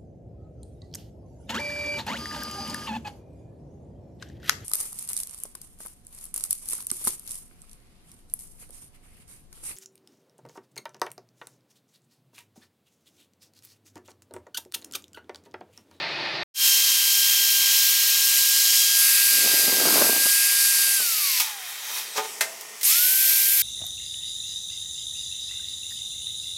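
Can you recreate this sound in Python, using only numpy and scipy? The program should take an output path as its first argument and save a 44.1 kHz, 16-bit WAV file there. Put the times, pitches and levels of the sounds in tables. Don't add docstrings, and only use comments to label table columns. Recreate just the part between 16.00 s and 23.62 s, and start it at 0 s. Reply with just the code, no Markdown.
import sys
import numpy as np
from scipy import signal
from scipy.fft import rfft, irfft, next_fast_len
from scipy.io import wavfile
from scipy.ndimage import uniform_filter1d

SR = 44100
rng = np.random.default_rng(int(sys.argv[2]) if len(sys.argv) > 2 else 0)


def materialize(psi):
    bounded = np.clip(np.atleast_2d(psi).T, -1, 1)
    quanta = np.round(bounded * 32767).astype(np.int16)
    wavfile.write(sys.argv[1], SR, quanta)


N = 336042

FAST = next_fast_len(N)
T = np.arange(N) / SR
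HZ = np.fft.rfftfreq(FAST, 1 / SR) + 1e-3
TOP_HZ = 15830
OFF_S, ON_S = 4.96, 6.828
FREE_HZ = 1597


def undb(db):
    return 10 ** (np.asarray(db) / 20)


def unit(x):
    return x / np.sqrt(np.mean(x ** 2))


def curves(rows):
    s, *columns = np.transpose(rows)
    return [np.interp(T, s, column) for column in columns]


def colour(x, gain):
    return irfft(rfft(x, FAST) * gain, FAST)[:N]


def shape(points, humps=(), hump_db=0):
    hz, db = np.transpose(points)
    lift = 1 + sum(undb(peak_db + hump_db) / (1 + (2 * (HZ - centre) / width) ** 2)
                   for centre, width, peak_db in humps)
    return lift * undb(np.interp(np.log(HZ), np.log(hz), db))


def walk(rate):
    hold = int(SR / rate)
    steps = np.repeat(rng.standard_normal(N // hold + 1), hold)
    smooth = uniform_filter1d(uniform_filter1d(steps, hold), hold)
    return unit(smooth[:N])


def room(x, wet_db):
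    t60_s = .3
    t = np.arange(SR // 2) / SR
    tail = rng.standard_normal(len(t)) * np.exp(-np.log(1000) * t / t60_s) * (t > .004)
    tail *= undb(wet_db) / np.sqrt(np.sum(tail ** 2))
    tail[0] = 1
    return signal.fftconvolve(x, tail)[:N]


def stances():
    edges_s = [0, 2.95, 5.45, 6.3, 6.83, 9]
    turn_s = .1
    return [np.clip(np.minimum(T - start, end - T) / turn_s + .5, 0, 1)
            for start, end in zip(edges_s, edges_s[1:])]


def speed():
    # time in seconds, pitch in Hz.
    load_rows = [(0.66, 1589), (1.84, 1604), (2.34, 1614), (3.07, 1620), (3.3, 1612), (4.09, 1601),
                 (4.29, 1626), (4.84, 1606), (4.95, 1604)]
    friction_hz_per_s, drag_per_hz_s = 640, 5e-4
    spinup_s, spinup_power = .039, .57
    run, = curves(load_rows)
    knee = np.sqrt(friction_hz_per_s / drag_per_hz_s)
    angle = np.arctan(run / knee) - np.maximum(T - OFF_S, 0) * knee * drag_per_hz_s
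    coast = knee * np.tan(np.maximum(angle, 1e-3))
    missing = np.exp(-(np.maximum(T - ON_S, 0) / spinup_s) ** spinup_power)
    return np.where(T < ON_S, coast, FREE_HZ * (1.001 - missing))


def motor():
    # time in seconds, level in dB of multiples 1, 2 and 3 at the pitch without load.
    whine_rows = [(.64, -41.5, -27.5, -45), (1.0, -42.5, -31.5, -37), (1.56, -37.5, -30.5, -39),
                  (2.1, -39, -38.5, -48), (2.5, -37, -42, -35.5), (2.84, -39, -31.5, -33.5),
                  (3.1, -33.5, -44, -36), (3.9, -34, -40, -37), (4.3, -32.5, -64, -41),
                  (4.95, -34.5, -43, -36), (5.15, -40, -42, -45), (5.3, -34.5, -30, -45),
                  (5.45, -36, -33, -44), (5.57, -29.5, -39, -42), (5.72, -43, -40, -44),
                  (5.9, -35, -41, -45), (6.87, -38, -46, -36), (7.05, -34.5, -40, -47),
                  (7.62, -41.5, -50, -47)]
    # multiple, level in dB relative to multiple 2.
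    upper_rows = [(4, -10), (7, -13), (8, -14)]
    # time in seconds, level in dB.
    buzz_rows = [(5.32, -39), (5.5, -54), (5.65, -57), (5.85, -47), (6.0, -49), (6.11, -44), (6.3, -50),
                 (6.42, -75), (6.826, -75), (6.845, -22)]
    # frequency in Hz, gain in dB.
    housing_rows = [(2000, -26), (5000, 0), (7000, 0), (8700, 2), (10700, -6), (13000, 2), (15800, -4)]
    db_per_octave = 18
    bars = 12
    hz = speed()
    turn = 2 * np.pi * np.cumsum(hz) / SR
    low_db = curves(whine_rows) + db_per_octave * np.log2(hz / FREE_HZ)
    out = np.zeros(N)
    for k, (db, wobble_db) in enumerate(zip(low_db, (.8, 1.1, 2.5)), start=1):
        out += undb(db + wobble_db * walk(40)) * np.sin(k * turn)
    for k, db in upper_rows:
        out += undb(low_db[1] + db + 3.4 * walk(6.9)) * np.sin(k * turn + 1.0 * walk(40))
    buzz_db, = curves(buzz_rows)
    housing_hz, housing_db = np.transpose(housing_rows)
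    for k in range(1, 6):
        buzz_hz = k * bars * hz
        housing = undb(np.interp(np.log(buzz_hz), np.log(housing_hz), housing_db))
        heard = (buzz_hz < TOP_HZ) * housing
        level = undb(buzz_db - 2.5 * (k - 1) + 1.5 * walk(25))
        out += heard * level * np.sin(k * bars * turn + 1.1 * walk(170))
    return np.sqrt(2) * out


def hiss():
    # time in seconds, level in dB, extra dB at 7-11 kHz, extra dB at 11-16 kHz.
    hiss_rows = [(.64, -24.5, 0, -2), (1.3, -25, 0.5, 0.5), (1.9, -25, -1, 0.5), (2.4, -24, 2, -1),
                 (2.85, -24.5, 4, -4.5), (3.06, -26, 2, 0), (3.5, -25, -3.5, -0.5), (4.1, -28, 1, 2.5),
                 (4.3, -26.5, 3.5, -6), (4.93, -28.5, 3.5, -5), (5.15, -29.5, -2.5, 4),
                 (5.27, -29.5, -2.5, 1), (5.39, -27.5, -12, 2), (5.56, -45, -6, 3), (5.78, -46.5, -7, -2),
                 (6.3, -47, 1, 1), (6.5, -49, -3, 2), (6.83, -48.5, -2, -1), (6.85, -32.5, 9, -4),
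                 (6.918, -25.5, 1, -10), (7.02, -29, -3, 1), (7.15, -30, 0.5, 2), (7.62, -28.5, -0.5, -0.5)]
    # time of the loudest moment in seconds, level in dB,
    # swell in dB per second, fade in dB per second, extra dB above 7 kHz.
    slide_rows = [(5.7, -49, 144.5, 150, 10), (5.85, -45, 200, 66, -9), (5.99, -34, 68, 196, 3),
                  (6.177, -28.5, 500, 400, -7), (6.248, -42, 600, 500, -4)]
    slide_bands_db = (-0.5, -9.5, -2, -20, 0)
    # lower edge in Hz, upper edge in Hz.
    bands_hz = [(3300, 7000), (800, 1500), (1500, 3300), (7000, 11000), (11000, 16000)]
    balance_db = [(0, -31, -5.5, -4.5, -2), (0, -20.5, -5.5, 0, -3), (0, -8, 4, -2, 0),
                  (0, -6, 0, 0.5, -0.5), (0, -23, -6.5, 1.5, 6.5)]
    # frequency in Hz, dB per Hz.
    tool_colours = [
        [(290, -69), (500, -32), (805, -11.5), (986, -8), (1480, -20.5), (1570, -18), (1760, -18), (3130, -7.5),
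         (3470, -11.5), (5350, -2), (9120, 0), (12700, 2.5), (15800, 6)],
        [(290, -62), (500, -29), (1040, -22), (1440, -20), (1570, -18.5), (1710, -18), (2030, -12), (2600, -9),
         (3270, -12.5), (4690, -1), (6740, -4.5), (12500, 6.5), (15800, 3)],
        [(290, -42), (500, 3), (841, 1), (1520, -8.5), (1810, -6), (1940, -4), (2450, -6.5), (2830, -8),
         (3730, -1.5), (4560, 1.5), (5750, 5.5), (12900, -2.5), (15800, -5)],
        [(290, -59), (500, -32), (749, -24), (1210, -25.5), (1540, -19), (1680, -18), (2310, -6.5),
         (2870, -11.5), (5350, -7.5), (6740, -8.5), (9950, -6.5), (12700, 1.5), (15800, -6.5)],
    ]
    # centre in Hz, width in Hz, dB.
    tool_humps = [
        [(4100, 630, 3.5), (5360, 470, -0.5), (6490, 120, -1.5), (11200, 200, -9), (13000, 1300, 6.5)],
        [(2600, 37, -4), (3220, 19, -13), (3720, 64, -3), (4900, 57, -11), (6430, 53, 4), (8060, 68, -5),
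         (13100, 1210, -4)],
        [(2490, 110, 5), (3160, 50, 7), (3750, 210, 2), (5740, 690, -12), (8190, 260, -9), (8470, 83, -5),
         (9400, 80, -21)],
        [(4230, 184, -13), (5400, 96, -5), (6340, 68, -8), (8460, 140, -11), (9520, 140, -8), (10530, 70, 4),
         (12600, 390, -12)],
    ]
    # frequency in Hz, dB per Hz.
    rest_colour = [(290, -46), (500, -16), (639, -3), (707, -10), (1010, -2), (1660, -14), (1810, -4),
                   (3950, -8.5), (5420, 1), (13100, -15), (15800, -18)]
    main_db, *treble_db = curves(hiss_rows)
    slides = []
    for s, db, swell, fade, top_db in slide_rows:
        below_peak_db = np.where(T < s, swell * (s - T), fade * (T - s))
        slides.append((undb(db - below_peak_db), top_db))
    grit = room(rng.standard_normal(N) * undb(0.74 * walk(1500)), -12)
    place_colours = tool_colours[:3] + [rest_colour] + tool_colours[3:]
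    place_humps = tool_humps[:3] + [[]] + tool_humps[3:]
    gains = [shape(points, humps, -3.5) for points, humps in zip(place_colours, place_humps)]
    shares = stances()
    whole = sum(share * colour(grit, gain) for share, gain in zip(shares, gains))
    out, shared = np.zeros(N), walk(9)
    for k, ((lo, hi), extra_db) in enumerate(zip(bands_hz, [0, 0, 0] + treble_db)):
        edge = np.sqrt(1 / (1 + (lo / HZ) ** 12) / (1 + (HZ / hi) ** 12))
        rms = sum(share * np.sqrt(np.mean((gain * edge) ** 2)) for share, gain in zip(shares, gains))
        place_db = sum(share * row[k] for share, row in zip(shares, balance_db))
        tool = undb(main_db + extra_db + place_db)
        slide_power = sum((swelling * undb(slide_bands_db[k] + top_db * (k > 2))) ** 2
                          for swelling, top_db in slides)
        level = np.sqrt(tool ** 2 + slide_power)
        flicker = undb(.6 * shared + .7 * walk(14))
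        out += unit(colour(whole, edge) / rms) * level * flicker
    return out


def sheen():
    # time in seconds, centre in Hz, level in dB.
    sheen_rows = [(2.9, 11000, -32), (2.93, 11700, -32), (3.16, 10800, -26), (3.3, 11930, -27.5),
                  (4.11, 11800, -34), (4.33, 10560, -32), (4.54, 11100, -30), (5.01, 10620, -33),
                  (5.06, 11700, -39), (5.24, 11100, -32), (5.3, 12250, -36), (5.4, 11200, -34)]
    width_hz = 2200
    hz, db = curves(sheen_rows)
    band = unit(colour(rng.standard_normal(N), np.exp(-(HZ / width_hz) ** 2 * 2)))
    close_up = stances()[1]
    return np.sqrt(2) * close_up * undb(db) * band * np.sin(2 * np.pi * np.cumsum(hz) / SR)


def draught():
    # time in seconds, level in dB.
    stream_rows = [(3.15, -70), (3.28, -53.5), (3.38, -40.5), (3.5, -37), (3.64, -38), (3.76, -31),
                   (3.9, -25.5), (4.07, -25.5), (4.19, -37), (4.25, -51), (4.35, -85)]
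    # start in seconds, peak in dB.
    puff_rows = [(3.475, -19), (3.58, -32), (3.74, -20), (3.799, -11), (3.871, -11), (3.878, -18),
                 (3.928, -18), (3.992, -13), (4.027, -16), (4.045, -14), (4.089, -22), (4.209, -34),
                 (4.256, -15.5), (4.264, -18), (4.729, -43), (4.789, -31), (4.872, -32), (5.001, -22.5),
                 (5.02, -28), (5.059, -33), (5.185, -36)]
    # frequency in Hz, dB per Hz.
    air_colour = [(30, -40), (90, -21), (150, -10.5), (280, 1), (600, -0.5), (1000, -6.5), (1500, -7.5),
                  (2200, -16), (3500, -38)]
    puff_t60_s, crest_db = 0.032, 9.5
    db, = curves(stream_rows)
    flutter = undb(4.5 * walk(400) + 1.5 * walk(80))
    wind = unit(colour(rng.standard_normal(N) * flutter, shape(air_colour)))
    dull = unit(signal.lfilter([.09], [1, -.91], wind))
    bright = np.clip((db + 39.5) / 14, 0, 1)
    stream = undb(db) * (bright * wind + (1 - bright) * dull)
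    puff = sum((T > s) * undb(peak_db - crest_db - 60 * np.maximum(T - s, 0) / puff_t60_s)
               for s, peak_db in puff_rows)
    gust = colour(rng.standard_normal(N), shape(air_colour))
    gust /= np.sqrt(uniform_filter1d(gust ** 2, size=300))
    bleed = signal.butter(2, 110, "high", fs=SR, output="sos")
    return signal.sosfilt(bleed, stream + puff * gust)


def blows():
    # start in seconds, crack level in dB, crack centre in Hz,
    # crack fade time (60 dB) in seconds, bench ring in dB, casting ring in dB, centre in Hz of the tones excited.
    hit_rows = [(5.3994, -15.5, 7000, 0.13, -25.5, -62, 2537), (5.899, -51, 900, .2, -49, -62, 900),
                (6.158, -39, 4000, 0.14, -34, -60, 796), (6.179, -30, 900, 0.21, -24.5, -60, 840),
                (6.247, -44, 900, .15, -38, -60, 900), (6.4086, -16, 3800, 0.11, -32, -24.5, 1480),
                (6.61, -32, 9000, .05, -60, -60, 6000), (6.811, -28.5, 8000, 0.09, -60, -37, 6000),
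                (6.831, -18.5, 8960, 0.092, -60, -45, 6000)]
    # frequency in Hz, level in dB, time to fade by 60 dB in seconds.
    bench_modes = [(430, -3.5, 0.42), (570, -2, 0.13), (766, -7, 0.2), (880, -5, 0.28), (994, -4, 0.14),
                   (1226, -7, 0.18), (1434, -5, 0.13), (2205, -7, 0.19), (2560, 2, 0.083), (3100, -7, .12),
                   (5200, 2, .1)]
    # frequency in Hz, level in dB, time to fade by 60 dB in seconds.
    casting_modes = [(398, -1, .18), (554, -10, .3), (658, -6, .6), (1000, -8, .15), (1577, -2, .12),
                     (1850, 1, .12), (2067, 3, .12), (2632, -5, .12), (3327, -3, .1), (4215, -3, .09),
                     (5809, -3, .09), (7930, -4, .1)]
    rattle_hz, rattle_db, rattle_rad = 70, 2.5, .6
    out, t = np.zeros(N), np.arange(SR // 2) / SR

    def waver():
        return np.interp(t * rattle_hz, np.arange(64), rng.standard_normal(64))

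    for s, crack_db, crack_hz, crack_t60, bench_db, casting_db, spot_hz in hit_rows:
        modes = [(hz, db + bench_db, t60) for hz, db, t60 in bench_modes]
        modes += [(hz, db + casting_db, t60) for hz, db, t60 in casting_modes]
        ring = np.zeros(len(t))
        for hz, db, t60 in modes:
            off_spot_db = 3.74 * np.log2(hz / spot_hz) ** 2
            level = undb(db - off_spot_db - 60 * t / t60 + rattle_db * waver())
            start_phase = 2 * np.pi * rng.random()
            ring += level * np.sin(2 * np.pi * hz * t + start_phase + rattle_rad * waver())
        edges_hz = [crack_hz / 3, min(3 * crack_hz, .45 * SR)]
        band = signal.butter(2, edges_hz, "band", fs=SR, output="sos")
        noise = unit(signal.sosfilt(band, rng.standard_normal(len(t))))
        crack = noise * undb(crack_db - 60 * t / max(crack_t60, .01))
        i = int(s * SR)
        out[i:i + len(t)] += crack + ring * np.minimum(t / 0.0016, 1)
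    return room(out, -9.5)


def shop():
    # time in seconds, level of the rumble in dB.
    rumble_rows = [(.64, -58.5), (2.8, -57.5), (4.4, -53), (5.3, -60.5), (5.8, -60), (6.42, -49.5),
                   (6.78, -57.5), (7.62, -54.5)]
    # frequency in Hz, dB per Hz.
    rumble_colours = [
        [(15, -61), (25, -31), (54, -22), (81, -44), (140, -23), (210, -18), (315, -12.5), (438, -4), (479, -7),
         (533, -9), (687, -5.5), (719, -9), (900, -6.5), (1170, -19), (1980, -120)],
        [(15, -56), (25, -24), (27, -42), (60, -31), (102, -49), (213, -13.5), (259, -22), (389, -9.5),
         (525, -11), (900, -9.5), (1170, -26), (1980, -120)],
    ]
    # frequency in Hz, rms level in dB before it wavers.
    hum_rows = [(145, -79), (432, -67), (1852, -58), (5560, -64), (7962, -59), (10616, -61)]
    db, = curves(rumble_rows)
    noise = rng.standard_normal(N) * undb(2 * walk(12))
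    rest = sum(stances()[2:4])
    running, resting = (unit(colour(noise, shape(points))) for points in rumble_colours)
    out = ((1 - rest) * running + rest * resting) * undb(db)
    for hz, hum_db in hum_rows:
        level = np.sqrt(2) * undb(hum_db + 2.6 * walk(14))
        out += level * np.sin(2 * np.pi * hz * T + 1.75 * walk(25))
    return out


def opening():
    # frequency in Hz, dB per Hz.
    hum_colour = [(18, -58), (30, -27), (90, -26), (145, -5.5), (244, -18.5), (353, -5), (459, -15),
                  (612, -6), (1120, -11.5), (1570, -10.5), (1840, -4.5), (3360, -10), (4490, -6.5),
                  (5680, -22.5), (7500, -41.5), (15800, -56)]
    # centre in Hz, width in Hz, dB.
    hum_humps = [(350, 38, -2), (617, 21, -2), (877, 52, 4), (1220, 40, -1.5), (1870, 280, -11),
                 (2520, 56, 6), (3600, 31, 5), (4470, 80, -12)]
    grit = rng.standard_normal(N) * undb(0.72 * walk(800) + .6 * walk(12))
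    return unit(colour(room(grit, -10.0), shape(hum_colour, hum_humps, -2.5))) * undb(-30)


def scene():
    cut_s, fade_start_s, fade_end_s = .4328, .54, .645
    fade = np.clip((T - fade_start_s) / (fade_end_s - fade_start_s), 0, 1) ** 1.23
    workshop = motor() + hiss() + sheen() + draught() + blows() + shop()
    mono = (T < cut_s) * opening() + fade * workshop
    return np.array([mono, mono])


def record(dry):
    return signal.sosfilt(signal.ellip(10, .2, 80, TOP_HZ, fs=SR, output="sos"), dry)


dry = scene()
out = record(dry)
materialize(out)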